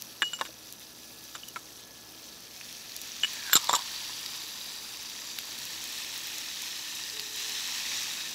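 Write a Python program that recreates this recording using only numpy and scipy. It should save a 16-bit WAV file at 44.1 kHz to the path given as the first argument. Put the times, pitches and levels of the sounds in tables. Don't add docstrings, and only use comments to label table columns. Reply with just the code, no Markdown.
import sys
import numpy as np
from scipy import signal
from scipy.fft import rfft, irfft, next_fast_len
from scipy.io import wavfile
from scipy.ndimage import uniform_filter1d, map_coordinates

SR = 44100
rng = np.random.default_rng(int(sys.argv[2]) if len(sys.argv) > 2 else 0)


def elevation(decibels):
    levels = np.asarray(decibels, float)
    return 10 ** (levels / 20)


def unload_wav(signal):
    wavfile.write(
        sys.argv[1],
        SR,
        np.round(np.clip(np.atleast_2d(signal).T, -1, 1) * 32767).astype(np.int16),
    )


N = 367794
T = np.arange(N) / SR

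# usual pitch_hz, relative level_db, t60_s (time to die by 60 dB)
COUNTER_TOP = [(325, 10, 0.038), (534, 7.5, 0.022), (797, 4, 0.011), (986, 1.5, 0.017), (1077, -1, 0.021),
               (1250, 5.5, 0.0099), (1594, 11.5, 0.0059), (2350, 13.5, 0.0074), (2700, 4, 0.02),
               (3410, 1.5, 0.026), (3680, 10, 0.022), (4150, 5.5, 0.018), (5440, 6.5, 0.016),
               (6940, -1, 0.033), (7500, 6, 0.025), (7600, -1, 0.049)]
# time_s, pitch_hz, level_db
SLIDE_PATH = [(3.27, 1800, -56), (3.319, 1826, -54), (3.5, 1583, -46), (3.58, 1203, -52),
              (3.66, 1042, -45.5), (3.8, 1000, -48), (3.85, 1010, -68)]
SLIDE_START_S, SLIDE_END_S = SLIDE_PATH[0][0], SLIDE_PATH[-1][0]


def response(points, boosts=()):
    hz = np.fft.rfftfreq(4096, 1 / SR) + 1
    f, db = np.transpose(points)
    db = np.interp(np.log(hz), np.log(f), db)
    db = db + sum(b / (1 + (2 * (hz - c) / w) ** 2) for c, w, b in boosts)
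    cepstrum = irfft(np.log(elevation(db)))
    cepstrum[1:2048] *= 2
    cepstrum[2049:] = 0
    return irfft(np.exp(rfft(cepstrum)))


def level(x, db):
    return x * elevation(db) / np.sqrt(np.mean(x ** 2))


def walk(rate):
    hold = int(SR / rate)
    steps = np.repeat(rng.standard_normal(N // hold + 1), hold)
    return 1.3 * uniform_filter1d(uniform_filter1d(steps, hold), hold)[:N]


def add(out, s, hz, db, t60, phase=0, rise_s=1e-4):
    i = int(s * SR)
    t = T[:min(int(t60 * SR), N - i)]
    envelope = (1 - np.exp(-t / rise_s)) * elevation(db - 60 * t / t60)
    out[i:i + len(t)] += envelope * np.sin(2 * np.pi * hz * t + phase)


def bursts(per_s, spread_db):
    where, size, sign = rng.random((int(per_s * N / SR), 3)).T
    sizes = elevation(-spread_db * np.log(size + .02)) * np.sign(sign - .5)
    return level(np.bincount((where * N).astype(int), sizes, N), 0)


def frying():
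    # pitch_hz, relative level_db
    fry_colour = [(350, -23), (600, -22.5), (880, -9.5), (1310, -13), (2010, -10), (2570, -4), (3780, -2),
                  (5950, -2), (7600, -9.5), (8800, -7.5), (13400, -4.5), (16000, -9)]
    # pitch_hz, width_hz, shallots_boost_db, garlic_heap_boost_db, stirred_boost_db
    pan_hollow = [(970, 280, -4.5, 3.5, 0), (1813, 290, 6.5, 7.5, 9.5), (2564, 260, 2.5, -0.5, 4),
                  (3850, 330, 2.5, 4.5, 4.5), (4690, 230, 1, 5, -2), (5940, 430, 3, 1, 0.5),
                  (7620, 630, 2.5, 5, 4), (11070, 210, 4, 7.5, 3.5), (8470, 360, -3, -5, -2.5)]
    fizz_db = vigour()
    over_calm_db = fizz_db + 50
    large_db = -60 + 1.237 * over_calm_db
    spray_db = -54 + 0.57 * over_calm_db
    garlic_s, garlic_rise_s, garlic_db = 1.8, 0.77, 2.5
    large_db = large_db + garlic_db * np.clip((T - garlic_s) / garlic_rise_s, 0, 1)
    surge_db = 0.52 * walk(25) + 0.74 * walk(90)

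    spatter, spray = bursts(300, spread_db=1.5), bursts(300, spread_db=24.0)
    snaps = uniform_filter1d(spatter, size=5) * 2 + spray - uniform_filter1d(spray, size=5)
    bubbles = 0
    for hz in 900 * 2 ** np.arange(0, 4.2, 1 / 6):
        pole = np.exp(-hz / (3.0 * SR))
        ringing = [1, -2 * pole * np.cos(2 * np.pi * hz / SR), pole ** 2]
        swelling = [1, -1.6 * np.cos(2 * np.pi * hz / SR), .64]
        ring = signal.lfilter([1], ringing, bursts(.04 * hz, spread_db=3.5))
        ring = signal.lfilter([1], swelling, ring)
        bubbles = bubbles + level(ring, 10 * np.log10(hz)) * elevation(1.6 * walk(4.08))
    busy_db = fizz_db + 49.0
    hiss = level(rng.standard_normal(N), -2.25) * elevation(0.46 * busy_db)
    raw = level(bubbles, 0) + level(snaps, -4.5) + hiss
    raw = raw / np.sqrt(uniform_filter1d(raw ** 2, SR // 2))
    lag = SR * (0.00086 + .00006 * walk(1.456))
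    raw = raw + 0.12 * np.interp(np.arange(N) - lag, np.arange(N), raw)

    size = next_fast_len(N)
    spectrum = rfft(raw * elevation(surge_db * (1 - 0.057 * busy_db)), size)
    hz = np.fft.rfftfreq(size, 1 / SR)
    low = 1 / (1 + (hz / 3400) ** 6)
    high = 1 / (1 + (8300 / (hz + 1)) ** 12)
    bands = [(1 - low - high, fizz_db), (low, large_db), (high, spray_db)]
    heaped_s, stirred_s, reshape_s = 3.36, 5.63, 0.57
    heaped, stirred = (np.clip((T - s) / reshape_s + .5, 0, 1) for s in (heaped_s, stirred_s))
    out = 0
    for k, share_now in enumerate((1 - heaped, heaped - stirred, stirred)):
        humps = [(c, w, boost[k]) for c, w, *boost in pan_hollow]
        coloured = spectrum * rfft(response(fry_colour, humps), size)
        for band, band_db in bands:
            part = irfft(coloured * band, size)[:N]
            out = out + share_now * level(part, 0) * elevation(band_db)
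    return out


def vigour():
    # time_s, level_db
    fry_vigour = [(0, -49.5), (.9, -51), (1.4, -50), (1.8, -51.5), (2.35, -51.5), (2.55, -49), (2.83, -47),
                  (3.3, -42), (3.7, -39.5), (4.4, -42), (4.7, -43.5), (5.35, -44), (5.75, -40.5),
                  (6.7, -40), (7.2, -41), (7.34, -42.5), (7.375, -38), (7.7, -37), (7.95, -36), (8.34, -40)]
    return np.interp(T, *np.transpose(fry_vigour))


def spits():
    # start_s, strength_db, pitch_hz, spray_db
    loud_spits = [(0.0219, -13, 5700, -23.5), (2.612, -24.5, 2500, -40), (2.8953, -23, 4100, -41),
                  (2.9196, -21.5, 4500, -46.5), (3.1185, -17, 5940, -51), (3.3338, -18, 4260, -28),
                  (3.4654, -20, 4130, -31), (3.6152, -18, 5700, -45), (3.6716, -15.5, 4150, -40),
                  (4.2616, -12, 4720, -29), (5.3869, -13, 3880, -24), (5.3882, -20.5, 2550, -28),
                  (6.0474, -19, 3750, -30), (6.1774, -26, 5500, -24), (6.271, -20.5, 3820, -26),
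                  (6.4866, -18, 4950, -42.5), (7.0372, -16, 4700, -49), (7.0992, -16, 4650, -49),
                  (7.17, -22, 2900, -42), (7.1962, -9, 4560, -31), (7.5976, -18, 3580, -40.5)]
    out = np.zeros(N)
    t = T[:SR // 200]
    when, size, pitch, wet = rng.random((130, 4)).T
    s = when * (N / SR - .01)
    fizz_db = vigour()[(s * SR).astype(int)]
    low_hz, high_hz = 2470, 6200
    small_hz = low_hz * (high_hz / low_hz) ** pitch
    small = zip(s, fizz_db + 12.5 - 8 * size, small_hz, fizz_db + 3 + 9.7 * (wet - .5))
    rows = loud_spits + list(small)
    for (s, db, hz, spray_db), noise in zip(rows, rng.standard_normal((len(rows), len(t) + 1))):
        dry = spray_db - db < -24
        add(out, s, hz, db - 3 * dry, (30 if dry else 12) / hz, rise_s=.0003)
        add(out, s, 0.78 * hz, db - 8 * dry, 6 / hz, rise_s=.00015)
        i = int(s * SR)
        puff = (t / 0.00084) * np.exp(1 - t / 0.00047)
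        out[i:i + len(t)] += elevation(spray_db) * np.diff(noise) * puff
    return signal.sosfilt(signal.butter(2, 600, "high", fs=SR, output="sos"), out)


def counter():
    # start_s, strength_db, pitch_hz, clack_db
    knocks = [(0.22, -11.5, 1710, -23), (0.228, -14, 1660, -42), (0.3327, -27.5, 1390, -36),
              (0.389, -31, 1300, -43), (0.4114, -17.5, 1080, -29.5), (0.4122, -19.5, 1704, -52),
              (0.4179, -24.5, 898, -54), (0.452, -28.5, 1550, -39), (.49, -42, 604, -62),
              (1.349, -38, 1370, -45), (1.3522, -28.5, 1410, -39), (1.5597, -22.5, 1340, -42),
              (1.567, -26.5, 1300, -50), (3.235, -20, 1740, -31), (3.245, -20, 1740, -32),
              (3.497, -24, 1610, -45), (3.514, -32, 1600, -35), (3.5255, -30, 1570, -30),
              (3.531, -9.5, 1560, -17.5), (3.5358, -23, 1490, -28), (3.54, -22, 1500, -33),
              (3.5541, -10, 1330, -14.5), (3.561, -13, 1270, -19.5), (3.565, -17, 1290, -16.5),
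              (3.567, -22, 1250, -23.5), (3.573, -19, 1160, -28), (3.6901, -17, 1044, -31),
              (3.6944, -10.5, 1008, -27), (3.705, -19, 990, -42), (3.71, -20, 1000, -32),
              (3.73, -15, 990, -29), (3.737, -9, 1170, -25.5), (3.7462, -13, 1060, -31),
              (3.75, -19, 950, -24.5), (3.7539, -28, 900, -23.5), (3.762, -18, 936, -29),
              (3.791, -26, 1016, -40), (4.095, -31.5, 1030, -56)]
    rebound_s, rebound_scatter = 0.006, 0.1304
    out, grit = np.zeros((2, N))
    lucks = rng.standard_normal((len(knocks), 4, len(COUNTER_TOP) + 1, 3))
    for (s, db, pitch_hz, clack_db), luck in zip(knocks, lucks):
        chatter = db < -27.5 and s < SLIDE_START_S
        for n in range(4 if chatter else 2):
            touch_s = s + n * rebound_s * (1 + rebound_scatter * luck[n, -1, 0])
            loss_db = n * (4 if chatter else 11.5)
            for ring in knock(touch_s, db - loss_db, pitch_hz, clack_db - loss_db, luck[n], chatter):
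                add(out, *ring)
            add(grit, touch_s, 0, clack_db + 2 - loss_db, t60=0.016, phase=np.pi / 2)
    grit_band = signal.butter(2, (3060, 8600), "band", fs=SR, output="sos")
    out += signal.sosfilt(grit_band, grit * bursts(7100, spread_db=-3.5))
    add(out, 3.554, hz=360, db=-12, t60=0.0081)
    return signal.sosfilt(signal.butter(3, 120, "high", fs=SR, output="sos"), out)


def knock(s, db, pitch_hz, clack_db, luck, chatter):
    if SLIDE_START_S < s < SLIDE_END_S:
        boom_db, overtone_db, glassy_db, slope, cycles = -0.5, -2, 0.5, 1.0, 25
    else:
        boom_db, overtone_db, glassy_db, slope, cycles = 1, 7, -10, .7, 40
    pocket_t60 = (12 if chatter else cycles) / pitch_hz
    rings = []
    for k, (hz, mode_db, t60) in enumerate(COUNTER_TOP):
        if k < 9:
            octaves = np.log2(hz / pitch_hz)
            blow_db = db + boom_db - 11.0 - slope * max(18.5 * octaves, -19 * octaves)
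            scatter = .015
        else:
            blow_db = clack_db - 6.5 + glassy_db * (hz > 4000)
            scatter = .03
        mode_hz = hz * (1 + scatter * luck[k, 0])
        rings.append((s, mode_hz, blow_db + mode_db + 2.5 * luck[k, 1], t60, np.pi * luck[k, 2], .0003))
    pocket = (s, pitch_hz, db - 3.5, pocket_t60, 0, .0003)
    overtone = (s, 1.66 * pitch_hz, db + overtone_db - 19, 1.3 * pocket_t60, 0, .0003)
    tick = (s, 11000, clack_db - 5, .002)
    return rings + [pocket, overtone, tick]


def dish():
    # start_s, first_mode_db, second_mode_db, third_mode_db, t60_s (fingers shorten it)
    clinks = [(0.221, -23.5, -42, -61, 0.38), (0.334, -28, -34, -61, 0.13), (0.395, -37, -50, -62, 0.043),
              (.452, -43, -49.5, -66, 0.05), (1.353, -36, -37, -56, 0.025), (1.434, -33.5, -60, -68, 0.026),
              (1.484, -42, -60.5, -56, 0.075), (3.234, -14, -33, -57, 0.042),
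              (3.2453, -20, -37, -57, 0.056), (3.531, -25, -36, -16.5, 0.071),
              (3.538, -44, -21, -30, 0.035), (3.554, -34, -16, -23, 0.03), (3.567, -27, -27, -40, 0.041),
              (3.6954, -42, -29, -49, .03), (3.7303, -39, -23.5, -28, .03), (3.752, -24, -18, -28, 0.02),
              (3.761, -34, -32, -35, 0.06)]
    # pitch_hz, twin_pitch_hz
    glass_modes = [(2896, 2912), (7315, 7345), (13165, 13190)]
    bend_s, bend_width_s, bend = .297, .012, .018
    out = np.zeros(N)
    touched_db = 7 * np.clip((T - bend_s) / bend_width_s + 1.5, 0, 1)
    for (s, *mode_db, t60), luck in zip(clinks, rng.standard_normal(len(clinks))):
        for (hz, twin_hz), db, weaker_db in zip(glass_modes, mode_db, (14, 5, 8)):
            grip = 1 + 1.7 / (hz * t60) * (hz < 4000)
            grip += .02 * luck * (s > SLIDE_START_S) * (4000 < hz < 10000)
            add(out, s, hz * grip, db, t60, rise_s=0.00017)
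            add(out, s, twin_hz * grip, db - weaker_db, t60, rise_s=0.00048)
        if s < bend_s:
            out *= elevation(-touched_db - 600 * np.clip(T - clinks[1][0], 0, 1))
    lag = SR * .00003 * walk(25)
    lag = lag - SR * bend * bend_width_s * (np.tanh((T - bend_s) / bend_width_s) - 1)
    return map_coordinates(out, [np.arange(N) - lag], order=3) * elevation(1.2 * walk(40))


def slide():
    s, hz, db = np.transpose(SLIDE_PATH)
    rub = walk(500) * elevation(1.5 * walk(50))
    loudness = elevation(np.interp(T, s, db, -120, -120))
    phase = 2 * np.pi * np.cumsum(np.interp(T, s, hz)) / SR
    return rub * loudness * np.sqrt(2) * np.sin(phase)


def fan():
    # pitch_hz, relative level_db
    rush_colour = [(25, -34), (49, -15.5), (95, -16), (200, -9), (601, -12), (850, -14.5), (1730, -19),
                   (2500, -34), (3250, -30), (5500, -120)]
    # pitch_hz, level_db
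    motor_tones = [(62, -75), (119, -71), (242, -70), (317, -67.5), (1320, -72), (1701, -68.5)]
    rush = signal.fftconvolve(rng.standard_normal(N), response(rush_colour))[:N]
    rush = level(rush * elevation(.8 * walk(2.82)), -57)
    tones = 0
    for hz, db in motor_tones:
        wave = np.sin(2 * np.pi * hz * T + 1.0 * walk(12))
        tones = tones + np.sqrt(2) * elevation(db + 1.9 * walk(6.7)) * wave
    start_s, end_s = 7.13, 7.6
    fade_db = -59.5 - 9 * (T - start_s) + 2.5 * walk(16)
    sounding = (T > start_s) * (T < end_s)
    far_tone = np.sqrt(2) * elevation(fade_db) * sounding * np.sin(2 * np.pi * 428 * T + 1.3 * walk(30))
    return rush + tones + far_tone


def scene():
    near = counter() + dish()
    t = T[:SR // 8]
    walls_db, walls_t60_s = -42, .08
    walls = rng.standard_normal(len(t)) * elevation(walls_db - 60 * t / walls_t60_s) * (t > .002)
    mono = near + signal.fftconvolve(near, walls)[:N] + slide() + spits() + frying() + fan()
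    return np.array([mono, mono])


def band_limit(x):
    return signal.sosfilt(signal.butter(12, 16610, fs=SR, output="sos"), x)


def record(dry):
    ceiling, top_hz = .6, 15720
    rounded = ceiling * np.tanh(dry / ceiling)
    mix = signal.sosfilt(signal.ellip(10, .5, 60, top_hz, fs=SR, output="sos"), rounded)
    return band_limit(mix)


dry = scene()
out = record(dry)
unload_wav(out)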